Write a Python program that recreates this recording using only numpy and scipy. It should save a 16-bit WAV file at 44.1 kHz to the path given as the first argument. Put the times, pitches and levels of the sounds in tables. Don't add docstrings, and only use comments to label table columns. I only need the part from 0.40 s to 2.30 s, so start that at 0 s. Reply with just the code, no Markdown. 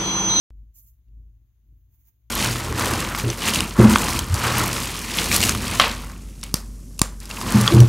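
import sys
import numpy as np
from scipy import signal
from scipy.fft import rfft, irfft, next_fast_len
from scipy.io import wavfile
from scipy.ndimage import uniform_filter1d, map_coordinates

SR = 44100
rng = np.random.default_rng(int(sys.argv[2]) if len(sys.argv) > 2 else 0)


def amplitude_ratio(level_db):
    exponent = np.asarray(level_db, float) / 20
    return 10 ** exponent


def transcribe(signal):
    frames = np.atleast_2d(signal).T
    limited = np.clip(frames, -1, 1)
    pcm = np.round(limited * 32767).astype(np.int16)
    wavfile.write(sys.argv[1], SR, pcm)


N = 83790
START_S = 4669 / 44100
IN_LEAD_S = 0.00013

# pitch_hz, likeness (0 to 1)
ROOM_ALIKE = [(60, 1), (180, 0.94), (550, 0.36), (1650, 0.16), (4970, 0.043), (15000, 0.12)]
# pitch_hz, balance_db
ROOM_PAN = [(60, 0.9), (2000, 3.5), (5000, 2.5), (8000, 1), (11500, 1.6), (15500, -12)]
# pitch_hz, balance_db
OUT_PAN = [(3000, 2), (6500, 0), (8000, -3), (9700, 1.5), (12000, -4), (15500, -6.5)]
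# pitch_hz, likeness (0 to 1)
IN_ALIKE = [(1400, 0.49), (6000, 0.33), (9000, 0.2), (15000, 0.21)]
# pitch_hz, balance_db
IN_PAN = [(1400, 8), (4500, -2), (6500, 6.5), (8300, -5), (11000, -6.5), (15500, -9)]


def unit(x):
    return x / np.sqrt(np.mean(x ** 2) + 1e-20)


def along(points, hz):
    f, v = np.transpose(points)
    return np.interp(np.log(hz + 1), np.log(f + 1), v)


def curves(rows, outside=None):
    s, *cols = np.transpose(rows)
    return [np.interp(np.arange(N) / SR, s, c, outside, outside) for c in cols]


def wobble(rate):
    knots = rng.standard_normal(int(N * rate / SR) + 4)
    return map_coordinates(knots, [np.arange(N) * rate / SR])


def filtered(x, response):
    m = next_fast_len(N + SR // 2)
    return irfft(rfft(x, m) * response(np.fft.rfftfreq(m, 1 / SR)), m)[..., :N]


def rush(spectrum, alike, pan, grain_db=0, patchy_db=0, lead_s=0):
    grainy = rng.standard_normal((2, N)) * amplitude_ratio(grain_db * wobble(900))
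    z = signal.stft(grainy, nperseg=256)[2]
    field = rng.standard_normal(z.shape[1:])
    for axis in (0, 1):
        field = uniform_filter1d(field, size=5, axis=axis)
    pair = signal.istft(z * amplitude_ratio(patchy_db * unit(field)), nperseg=256)[1][:, :N]

    def color_and_spread(hz):
        angle = np.arccos(np.clip(along(alike, hz), 0, 1)) / 2
        level_db = along(spectrum, hz) - 160 * (hz < spectrum[0][0] / 2)
        return amplitude_ratio(level_db) * [np.cos(angle), np.sin(angle)]

    shared, apart = filtered(pair, color_and_spread)
    side = np.array([[1], [-1]])

    def balance_and_lead(hz):
        return amplitude_ratio(side * along(pan, hz) / 2) * np.exp(1j * np.pi * side * hz * lead_s)

    out = filtered(np.array([shared + apart, shared - apart]), balance_and_lead)
    return out / np.sqrt(np.mean(out.mean(0) ** 2))


def room_hiss():
    # pitch_hz, level_db (per Hz)
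    floor_color = [(350, -8), (600, -10), (1400, -12.5), (3500, -13), (5000, -18.5), (8500, -24.5),
                   (12000, -10.5), (15800, -11)]
    return amplitude_ratio(-81.5 + 0.38 * wobble(5.5)) * rush(floor_color, ROOM_ALIKE, ROOM_PAN, patchy_db=.8)


def port_ring():
    # pitch_hz, level_db (per Hz)
    port_color = [(5200, -32), (5900, -10.5), (6500, -2.5), (7100, -8), (7900, -46.5), (9000, -120)]
    return amplitude_ratio(-94.5) * rush(port_color, ROOM_ALIKE, [(6500, 16)], patchy_db=-0.3)


def boom():
    # time_s, level_db
    thuds = [(0.12, -44.5), (0.198, -40.5), (0.306, -50), (0.334, -57.5), (0.462, -55), (0.644, -63),
             (0.668, -59), (0.692, -47), (0.8, -41), (1.1, -63), (1.168, -69.5), (1.212, -65), (1.31, -49),
             (1.438, -57.5), (1.55, -66), (1.692, -64.5), (1.8, -74), (1.88, -68.5)]
    # pitch_hz, phase_wander_radians, level_db, share of the thuds' swing (0 to 1)
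    upper_modes = [(64.1, 1.2, -64.5, 0.14), (113.6, 1, -69.5, 0.32), (87.64, 2.5, -71.5, .45)]
    # pitch_hz, level_db (per Hz)
    rumble_color = [(76, -31), (130, -7.5), (146, -13.5), (307, -21), (434, -33.5), (575, -42.5),
                    (700, -48.5), (910, -86), (1540, -120)]
    # pitch_hz, level_db (per Hz)
    sub_color = [(15, -25), (27, 0), (38, 0), (46, -14), (70, -50), (120, -130)]
    lowest_hz, drift_radians = 52, .5

    level_db, = curves(thuds)
    swing_db = level_db + 60.5
    t = np.arange(N) / SR - START_S
    settle = np.clip(t / .05, 0, 1)
    drift = drift_radians * wobble(9) * settle
    low = -np.sqrt(2) * np.cos(2 * np.pi * lowest_hz * t - .45 + drift)

    def ring(hz, wander):
        phase = 2 * np.pi * hz * t + wander * wobble(11) * settle
        return amplitude_ratio(3.2 * wobble(11.95)) * -np.sin(phase)

    def all_upper():
        return sum(amplitude_ratio(db + 3.5 + share * swing_db) * ring(hz, wander)
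                   for hz, wander, db, share in upper_modes)

    mid, side = all_upper(), all_upper()
    modes = amplitude_ratio(level_db) * low + mid + amplitude_ratio(-17) * side * [[1], [-1]]
    sub = settle * amplitude_ratio(level_db - 19) * rush(sub_color, ROOM_ALIKE, ROOM_PAN)
    rumble_db = -76.5 + 0.47 * swing_db + 2.2 * wobble(20)
    rumble = amplitude_ratio(rumble_db) * rush(rumble_color, ROOM_ALIKE, ROOM_PAN, patchy_db=2.5)
    return modes * amplitude_ratio([[.8], [-.8]]) + sub + rumble


def fingers():
    # time_s, level_db
    peeling = [
        (1.49, -90.5),
        (1.545, -74.5),
        (1.57, -79),
        (1.6, -77),
        (1.635, -79),
        (1.655, -73),
        (1.686, -66),
        (1.712, -81),
        (1.77, -94),
    ]
    # pitch_hz, level_db (per Hz)
    skin_color = [(2650, -44), (4500, -23), (5820, -19), (6560, -9.5), (8310, -30), (11700, -9),
                  (15800, -3.5)]
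    # pitch_hz, level_db (per Hz)
    rub_color = [(500, -35), (780, -2), (860, -12), (940, -2), (1150, -11), (2200, -4), (4500, -11),
                 (6000, -60)]
    # time_s, level_db
    ticks = [
        (0.685, -81),
    ]
    # pitch_hz, level_db (per Hz)
    knuckle_color = [(800, -30), (1600, -3), (4000, 0), (6000, -8), (9000, -60)]
    tick_s = .03

    peel_db, = curves(peeling, outside=-130)
    peel_db = peel_db + 1.3 * wobble(70)
    skin = amplitude_ratio(peel_db + 9) * rush(skin_color, IN_ALIKE, IN_PAN, grain_db=-1.5, patchy_db=1,
                                   lead_s=IN_LEAD_S)
    rub_db = 0.96 * (peel_db + 66) - 69 - 11.5
    rub = amplitude_ratio(rub_db) * rush(rub_color, IN_ALIKE, IN_PAN, grain_db=0.5, patchy_db=0.5, lead_s=IN_LEAD_S)
    t = np.arange(N) / SR
    tick_level = sum(amplitude_ratio(db - 60 * np.abs(t - s) / tick_s) for s, db in ticks)
    return skin + rub + tick_level * rush(knuckle_color, IN_ALIKE, OUT_PAN)


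def refill():
    # time_s, flow_db
    inflow = [
        (1.22, -102),
        (1.29, -89),
        (1.36, -79),
        (1.5, -81),
        (1.6, -73.5),
        (1.7, -84),
        (1.76, -81),
        (1.9, -85),
    ]
    # pitch_hz, level_db (per Hz)
    seep_color = [(6000, -59), (10000, -26.5), (12000, -14.5), (14000, -8), (15800, -8.5)]
    # time_s, pitch_hz, level_db
    pore_whistle = [
        (1.22, 11700, -100),
        (1.27, 11900, -93),
        (1.33, 14200, -92),
        (1.36, 14600, -108),
    ]

    flow_db, = curves(inflow, outside=-130)
    seep = amplitude_ratio(flow_db + 1.3 * wobble(60)) * rush(seep_color, IN_ALIKE, IN_PAN, grain_db=2.5,
                                                  patchy_db=3, lead_s=IN_LEAD_S)
    hz, db = curves(pore_whistle)
    sounding = (hz > 11700) * (db > -107)
    broken = (1 + .8 * wobble(250)) * amplitude_ratio(3 * wobble(40)) * sounding
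    whistle = amplitude_ratio(db) * broken * np.sin(2 * np.pi * np.cumsum(hz) / SR)
    return seep + whistle * amplitude_ratio([[-2.5], [2.5]])


def squeeze():
    # time_s, flow_db
    outflow = [
        (.328, -94),
        (.344, -63),
        (.364, -51.5),
        (.4, -53.5),
        (.432, -59),
        (.462, -58),
        (.497, -60.5),
        (.524, -71),
        (.66, -99.5),
    ]
    # pitch_hz, level_db (per Hz)
    fine_color = [(5000, -66), (8500, -19), (10500, -9.5), (12300, -1.5), (15800, -2.5)]
    # pitch_hz, level_db (per Hz)
    wide_color = [(1500, -23.5), (2500, -20.5), (4000, -18.5), (5300, -9), (6400, -0.5), (7400, -2),
                  (8600, -14), (11000, -60)]
    # pitch_hz, likeness (0 to 1)
    out_alike = [(2000, 0.78), (5500, 0.54), (8000, 0.34), (12000, 0.41), (15000, 0.16)]
    lead_s = 90e-6
    flutter_db = 1.3

    flow_db, = curves(outflow, outside=-130)
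    flow_db = flow_db + flutter_db * wobble(70)
    fine = amplitude_ratio(flow_db) * rush(fine_color, out_alike, OUT_PAN, patchy_db=2, lead_s=lead_s)
    wide_db = 0.87 * (flow_db + 56) - 62 - 9.5 + flutter_db * wobble(44.4)
    closing_db = 24 * (np.arange(N) / SR - .36)
    wide = amplitude_ratio(wide_db - closing_db) * rush(wide_color, out_alike, OUT_PAN, patchy_db=1, lead_s=lead_s)
    return fine + wide


def scene():
    return room_hiss() + port_ring() + boom() + fingers() + refill() + squeeze()


def top_cut(x):
    return signal.sosfilt(signal.butter(12, 15900, fs=SR, output="sos"), x)


def record(dry):
    # time_s, level_db
    cut_tick = (.1032, -57)
    t = np.arange(N) / SR
    gate = np.clip((t - START_S) * SR / 2 + .7, 0, 1)
    u = (t - cut_tick[0]) * SR / 1.05
    tick = -amplitude_ratio(cut_tick[1]) * 1.6 * u * np.exp(-u * u / 2)
    mix = filtered(dry * gate + tick, lambda hz: hz < 15830)
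    return top_cut(mix)


dry = scene()
out = record(dry)
transcribe(out)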